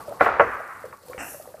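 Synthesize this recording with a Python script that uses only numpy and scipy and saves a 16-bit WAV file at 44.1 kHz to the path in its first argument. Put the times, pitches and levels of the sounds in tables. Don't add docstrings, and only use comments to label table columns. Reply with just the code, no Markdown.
import sys
import numpy as np
from scipy import signal
from scipy.fft import rfft, irfft
from scipy.io import wavfile
from scipy.ndimage import uniform_filter1d, minimum_filter1d

SR = 44100
rng = np.random.default_rng(int(sys.argv[2]) if len(sys.argv) > 2 else 0)


def master_out(mix):
    frames = np.transpose(np.atleast_2d(mix))
    ceiling = np.clip(frames, -1, 1)
    pcm = np.round(ceiling * 32767).astype(np.int16)
    wavfile.write(sys.argv[1], SR, pcm)


N = 70560


def undb(db):
    return 10 ** (np.asarray(db) / 20)


def unit(x):
    return x / np.sqrt(np.mean(x ** 2) + 1e-20)


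def clock():
    return np.arange(N) / SR


def add(out, start_s, x):
    first = int(np.clip(round(start_s * SR), 0, N - 1))
    out[first:first + len(x)] += x[:N - first]


def through(x, response):
    return signal.fftconvolve(x, response)[:N]


def colour(x, points):
    hz, db = np.array(points, float).T[:2]
    freqs = np.arange(N + 1) * SR / (2 * N)
    gain = unit(undb(np.interp(np.log(freqs + 1), np.log(hz), db)))
    cepstrum = irfft(np.log(gain))
    cepstrum[1:N] *= 2
    cepstrum[N + 1:] = 0
    response = np.exp(rfft(cepstrum))
    return irfft(rfft(x, 2 * N) * response)[:N]


def noise(points):
    return unit(colour(rng.standard_normal(N), points))


def fade(t, t60):
    return np.exp(-np.log(1000) * t / t60)


def ring(modes):
    t = clock()[:N // 4]
    response = np.zeros(len(t))
    for k, (hz, db, t60) in enumerate(modes):
        response += (-1) ** k * undb(db) * np.sin(2 * np.pi * hz * t) * fade(t, t60)
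    return response


def band(x, lo_hz, hi_hz, order=2):
    edges = [lo_hz, min(hi_hz, SR / 2 - 1)]
    return signal.sosfilt(signal.butter(order, edges, "band", fs=SR, output="sos"), x)


def low_pass(x, hz):
    return signal.sosfilt(signal.butter(2, hz, fs=SR, output="sos"), x)


def wander(seconds):
    k = int(seconds * SR)
    return unit(uniform_filter1d(uniform_filter1d(rng.standard_normal(N), k), k))


def sparse(chance):
    return rng.standard_normal(N) * (rng.random(N) < chance)


def surge(start, rise, fall_db, db):
    t = clock() - start
    return np.clip(t / rise, 0, 1) * undb(db - fall_db * np.maximum(t - rise, 0))


def boiling():
    # time in seconds, gain in dB.
    briskness = [(0, 11), (0.05, 3.5), (0.09, 9.5), (0.17, 4), (0.6, -4.5), (0.92, 4), (1.0, -7), (1.1, 4),
                 (1.35, 2.5), (1.6, -2)]
    return undb(np.interp(clock(), *np.array(briskness).T))


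def stove():
    # frequency in Hz, relative level in dB.
    rush_colour = [(20, -24), (55, 2.5), (95, 9.5), (200, 4.5), (500, 6.5), (1200, -3.5), (2500, -13.5),
                   (5000, -23), (15000, -40)]
    # frequency in Hz, relative level in dB.
    hiss_colour = [(1500, -6.5), (3600, -6.5), (4100, -3.5), (4350, -0.5), (4700, -3), (6800, -4.5),
                   (8000, -1), (8700, -2), (9500, -1), (12000, -3), (14500, -2)]
    # time in seconds, level in dB.
    hiss_level = [(0, -53.5), (0.18, -54.5), (0.249, -48.5), (0.32, -66), (0.42, -61.5), (0.53, -57),
                  (0.7, -58.5), (0.87, -57), (1.0, -62), (1.098, -51.5), (1.17, -55.5), (1.45, -55.5),
                  (1.6, -59.5)]
    rush = undb(-55) * noise(rush_colour) * boiling()

    crackles_per_s, crackle_spread_db, crackle_share = 250, 5, 0.435
    strength = np.minimum(rng.exponential(size=N), 5)
    crackles = sparse(crackles_per_s / SR) * undb(crackle_spread_db * strength)

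    flicker_db, flicker_s = 2, 0.011
    shared = wander(flicker_s)
    steam = np.zeros(N)
    edges = np.linspace(500, 15500, 16)
    for lo, hi in zip(edges, edges[1:]):
        flicker = wander(flicker_s) + shared / 2
        steam += band(rng.standard_normal(N), lo, hi) * undb(flicker_db * flicker)
    hiss = unit(colour(unit(steam) + crackle_share * unit(crackles), hiss_colour))
    return rush + hiss * undb(np.interp(clock(), *np.array(hiss_level).T))


def froth():
    # frequency in Hz, relative level in dB.
    seethe_colour = [(500, -32.5), (850, -13), (1080, 1.5), (1400, 1), (1650, -4), (1900, -6),
                     (2400, -15.5), (3200, -34), (6000, -49)]
    # time in seconds, level in dB.
    seethe_level = [(0, -48), (0.05, -58), (0.16, -57), (0.4, -43), (0.54, -36), (0.62, -42.5), (0.72, -41),
                    (0.86, -47), (0.98, -66.5), (1.6, -71)]
    seething = unit(colour(sparse(.06), seethe_colour))
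    return seething * undb(np.interp(clock(), *np.array(seethe_level).T))


def bubble(hz, t60):
    rise_s, glide_per_s = .0024, 0.44
    t = clock()[:N // 8]
    swell = 1 - np.exp(-(t / rise_s) ** 2)
    shape = swell * fade(t, t60)
    return shape / shape.max() * np.sin(2 * np.pi * hz * t * (1 + glide_per_s * t / 2))


def plop(hz, t60):
    tone = bubble(hz, t60)
    return tone * (1 + 0.21 * wander(0.0031)[:len(tone)])


def pop(hz):
    decay_s, width = 0.0021, 0.39
    t = clock()[:N // 32]
    burst = rng.standard_normal(len(t)) * np.exp(-t / decay_s)
    burst = band(burst, hz / (1 + width), hz * (1 + width), order=3)
    return burst / np.abs(burst).max()


def boil():
    # start in seconds, level in dB, centre frequency in Hz.
    skins = [(0.003, -29, 960), (0.124, -33.5, 1050), (0.172, -33, 930), (0.196, -28, 1350),
             (0.927, -30, 1240), (0.931, -43, 1180), (1.132, -27.5, 1700), (1.345, -39.5, 1400),
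             (1.455, -39, 895), (1.475, -45, 1390), (1.539, -45, 1300), (1.569, -47, 1610)]
    # start in seconds, level in dB, starting pitch in Hz, t60 in seconds.
    large_bubbles = [(0.013, -36.5, 1136, 0.11), (0.077, -30, 704, 0.017), (0.081, -27, 573, 0.068),
                     (0.108, -29.5, 620, 0.064), (0.122, -24.5, 658, 0.023), (0.140, -40, 1076, 0.061),
                     (0.602, -25, 650, 0.027), (0.840, -28.5, 548.4, .04), (0.851, -33, 503, .06),
                     (0.925, -35, 1117, 0.061), (1.033, -43.5, 536, .06), (1.083, -38, 504, .05),
                     (1.108, -43, 1085, 0.105), (1.0973, -26.5, 520, 0.042), (1.145, -30, 524, 0.064),
                     (1.170, -36.5, 510, 0.023), (1.344, -29.5, 566, 0.028), (1.398, -32, 612, 0.019),
                     (1.474, -31.5, 533, 0.0206), (1.486, -42, 522.4, 0.11), (1.503, -42.5, 514, .05),
                     (1.5425, -29, 614, 0.021), (1.581, -46, 520, 0.046), (1.595, -41, 514, .04)]
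    # frequency in Hz, relative level in dB, t60 in seconds.
    air_modes = [(517, -0.5, 0.13), (632, -5.5, 0.046), (1120, -1, 0.17), (1250, -6, .06)]
    t, out = clock(), np.zeros(N)
    for start, db, hz in skins:
        add(out, start, undb(db) * pop(hz))
    for start, db, hz, t60 in large_bubbles:
        add(out, start, undb(db) * plop(hz, t60))

    simmer = np.zeros(N)
    simmer_per_s, simmer_db, spread_db = 110, -48, 1.5
    for when, height, strength in rng.random((int(simmer_per_s * N / SR), 3)):
        db = simmer_db + spread_db * (2 * strength - 1) - 7 * height
        add(simmer, when * N / SR, undb(db) * bubble(440 * 3.38 ** height, 0.042))
    out += simmer * boiling()

    kitchen = band(rng.standard_normal(N), 178, 5500)
    kitchen *= np.exp(-t / .024) * (1 - np.exp(-t / 0.0021))
    kitchen /= np.linalg.norm(kitchen)
    in_pot = undb(-54) * through(out, ring(air_modes))
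    in_kitchen = undb(-11) * through(out, kitchen)
    return out + in_pot + in_kitchen


def shudder():
    # frequency in Hz, relative level in dB.
    chatter_colour = [(28, -34), (52, -9), (90, -15.5), (200, -16), (330, -7), (520, -1.5), (800, 2),
                      (1050, -1.5), (1400, 0.5), (1900, -7.5), (2500, -15), (3100, -26.5), (4200, -31.5),
                      (7000, -44), (14000, -60)]
    contacts_per_s = 9000
    chatter = unit(colour(sparse(contacts_per_s / SR), chatter_colour))
    return chatter * surge(0.2, rise=0.009, fall_db=65, db=-19)


def hall():
    # frequency in Hz, relative level in dB, t60 in seconds.
    room = [(28, -26, 0.54), (52.5, -1, 0.47), (69.7, -8.5, 0.66), (100, -5, 0.62), (168, -15.5, 0.63),
            (303, -5.5, 0.65), (497, 0, 0.74), (736, -8, 0.97), (1060, -0.5, 0.99), (1318, 1, 1.04),
            (2055, -8.5, 1.06), (2630, -18.5, 0.86), (3520, -37.5, 0.47), (6000, -37.5, 0.57),
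            (14000, -50.5, 0.36)]
    late_db, early_db, early_s, build_s = -31.5, -22.5, .024, .014
    t = clock()
    hz, _, t60 = np.array(room).T
    late = np.zeros(N)
    edges = np.geomspace(20, 20000, 16)
    for lo, hi in zip(edges, edges[1:]):
        band_t60 = np.interp(np.log(lo * hi) / 2, np.log(hz), t60)
        late += band(rng.standard_normal(N), lo, hi, order=3) * fade(t, band_t60)
    early = rng.standard_normal(N) * np.exp(-t / early_s)
    reflections = undb(late_db) * late + undb(early_db) * early
    return colour(reflections * (1 - np.exp(-t / build_s)), room)


def knocks():
    # start in seconds, relative level in dB, low-pass corner in Hz.
    contacts = [(0.2089, 3, 3350), (0.2127, -10.5, 555), (0.2625, -4, 2820), (0.2669, -10.5, 2140),
                (0.2847, -8.5, 2224), (0.338, -17.5, 2200), (0.3964, 2.5, 3100), (0.3985, -5, 1370),
                (0.4053, 1.5, 3130), (0.41, -2.5, 746), (0.4162, -7, 2210)]
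    # frequency in Hz, relative level in dB, t60 in seconds.
    wood_modes = [(320.7, -22.5, 0.26), (470.6, -11, .16), (573, -4, 0.077), (654.6, -7, 0.093),
                  (734, -2.5, 0.0517), (881, -3.5, 0.038), (948, -5.5, 0.025), (1105, -5.5, 0.079),
                  (1278, -3, 0.034), (1351, -5.5, 0.077), (1412, -5, 0.055), (1710, -4.5, 0.018),
                  (2010, -16, 0.1), (2370, -13, 0.019)]
    # frequency in Hz, relative level in dB.
    crack_colour = [(25, -47), (60, -17.5), (150, -12.5), (300, -11), (550, 2.5), (1400, 1), (2000, -6.5),
                    (2700, -15), (3600, -30.5), (6000, -52), (15000, -62.5)]
    wood_db, crack_db, crack_s = -10.5, -10, 0.0041
    t, out, wood = clock(), np.zeros(N), np.zeros(N)
    add(wood, 0, undb(wood_db) * ring(wood_modes))
    for start, db, corner_hz in contacts:
        burst = rng.standard_normal(N) * np.exp(-t / crack_s)
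        crack = undb(crack_db) * colour(burst, crack_colour)
        blow = low_pass(wood + crack, corner_hz)
        add(out, start, undb(db) * (blow + hall()))
    return out


def stir():
    # frequency in Hz, relative level in dB.
    slosh_colour = [(30, -35), (100, -21), (280, 0.5), (390, -12), (550, -3), (790, 1.5), (950, -7),
                    (1220, -6), (1550, -0.5), (1950, -3), (2200, -12.5), (2750, -2), (3200, -25.5),
                    (4300, -47)]
    # frequency in Hz, relative level in dB.
    spit_colour = [(3000, -41), (4800, -28), (5400, -4), (6800, -10.5), (7950, 2.5), (9000, -10),
                   (15000, -34)]
    # frequency in Hz, relative level in dB.
    sizzle_colour = [(1000, -35), (4600, -34), (5400, -5), (8500, -3), (12000, 4.5), (14500, -6.5)]
    stroke_s = 1.179
    t = clock()
    slosh = unit(colour(sparse(.15), slosh_colour))
    out = slosh * surge(stroke_s, rise=0.026, fall_db=136, db=-32)
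    out += noise(spit_colour) * surge(stroke_s, rise=0.026, fall_db=160, db=-41.5)
    out += noise(sizzle_colour) * surge(stroke_s, rise=0.13, fall_db=105, db=-39.5)

    bump = noise([(60, -10), (250, -1), (800, -6), (2500, -6), (4000, -40)])
    add(out, stroke_s, undb(-27) * bump * np.exp(-t / .004))
    thud = np.sin(2 * np.pi * 63.4 * t) * fade(t, 0.23)
    add(out, stroke_s, undb(-45.5) * thud)
    return out


def scene():
    mid = stove() + froth() + boil() + shudder() + knocks() + stir()
    side = np.zeros(N)
    add(side, .007, undb(-45.5) * mid)
    return np.array([mid + side, mid - side])


def record(dry):
    limit_db, limit_s, top_hz = 0.63, .004, 14700
    size = int(limit_s * SR)
    gain = np.minimum(1, undb(limit_db) / (np.abs(dry).max(axis=0) + 1e-9))
    gain = minimum_filter1d(gain, 2 * size + 1)
    gain = uniform_filter1d(uniform_filter1d(gain, size), size)
    return signal.sosfilt(signal.ellip(10, .2, 80, top_hz, fs=SR, output="sos"), dry * gain)


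dry = scene()
out = record(dry)
master_out(out)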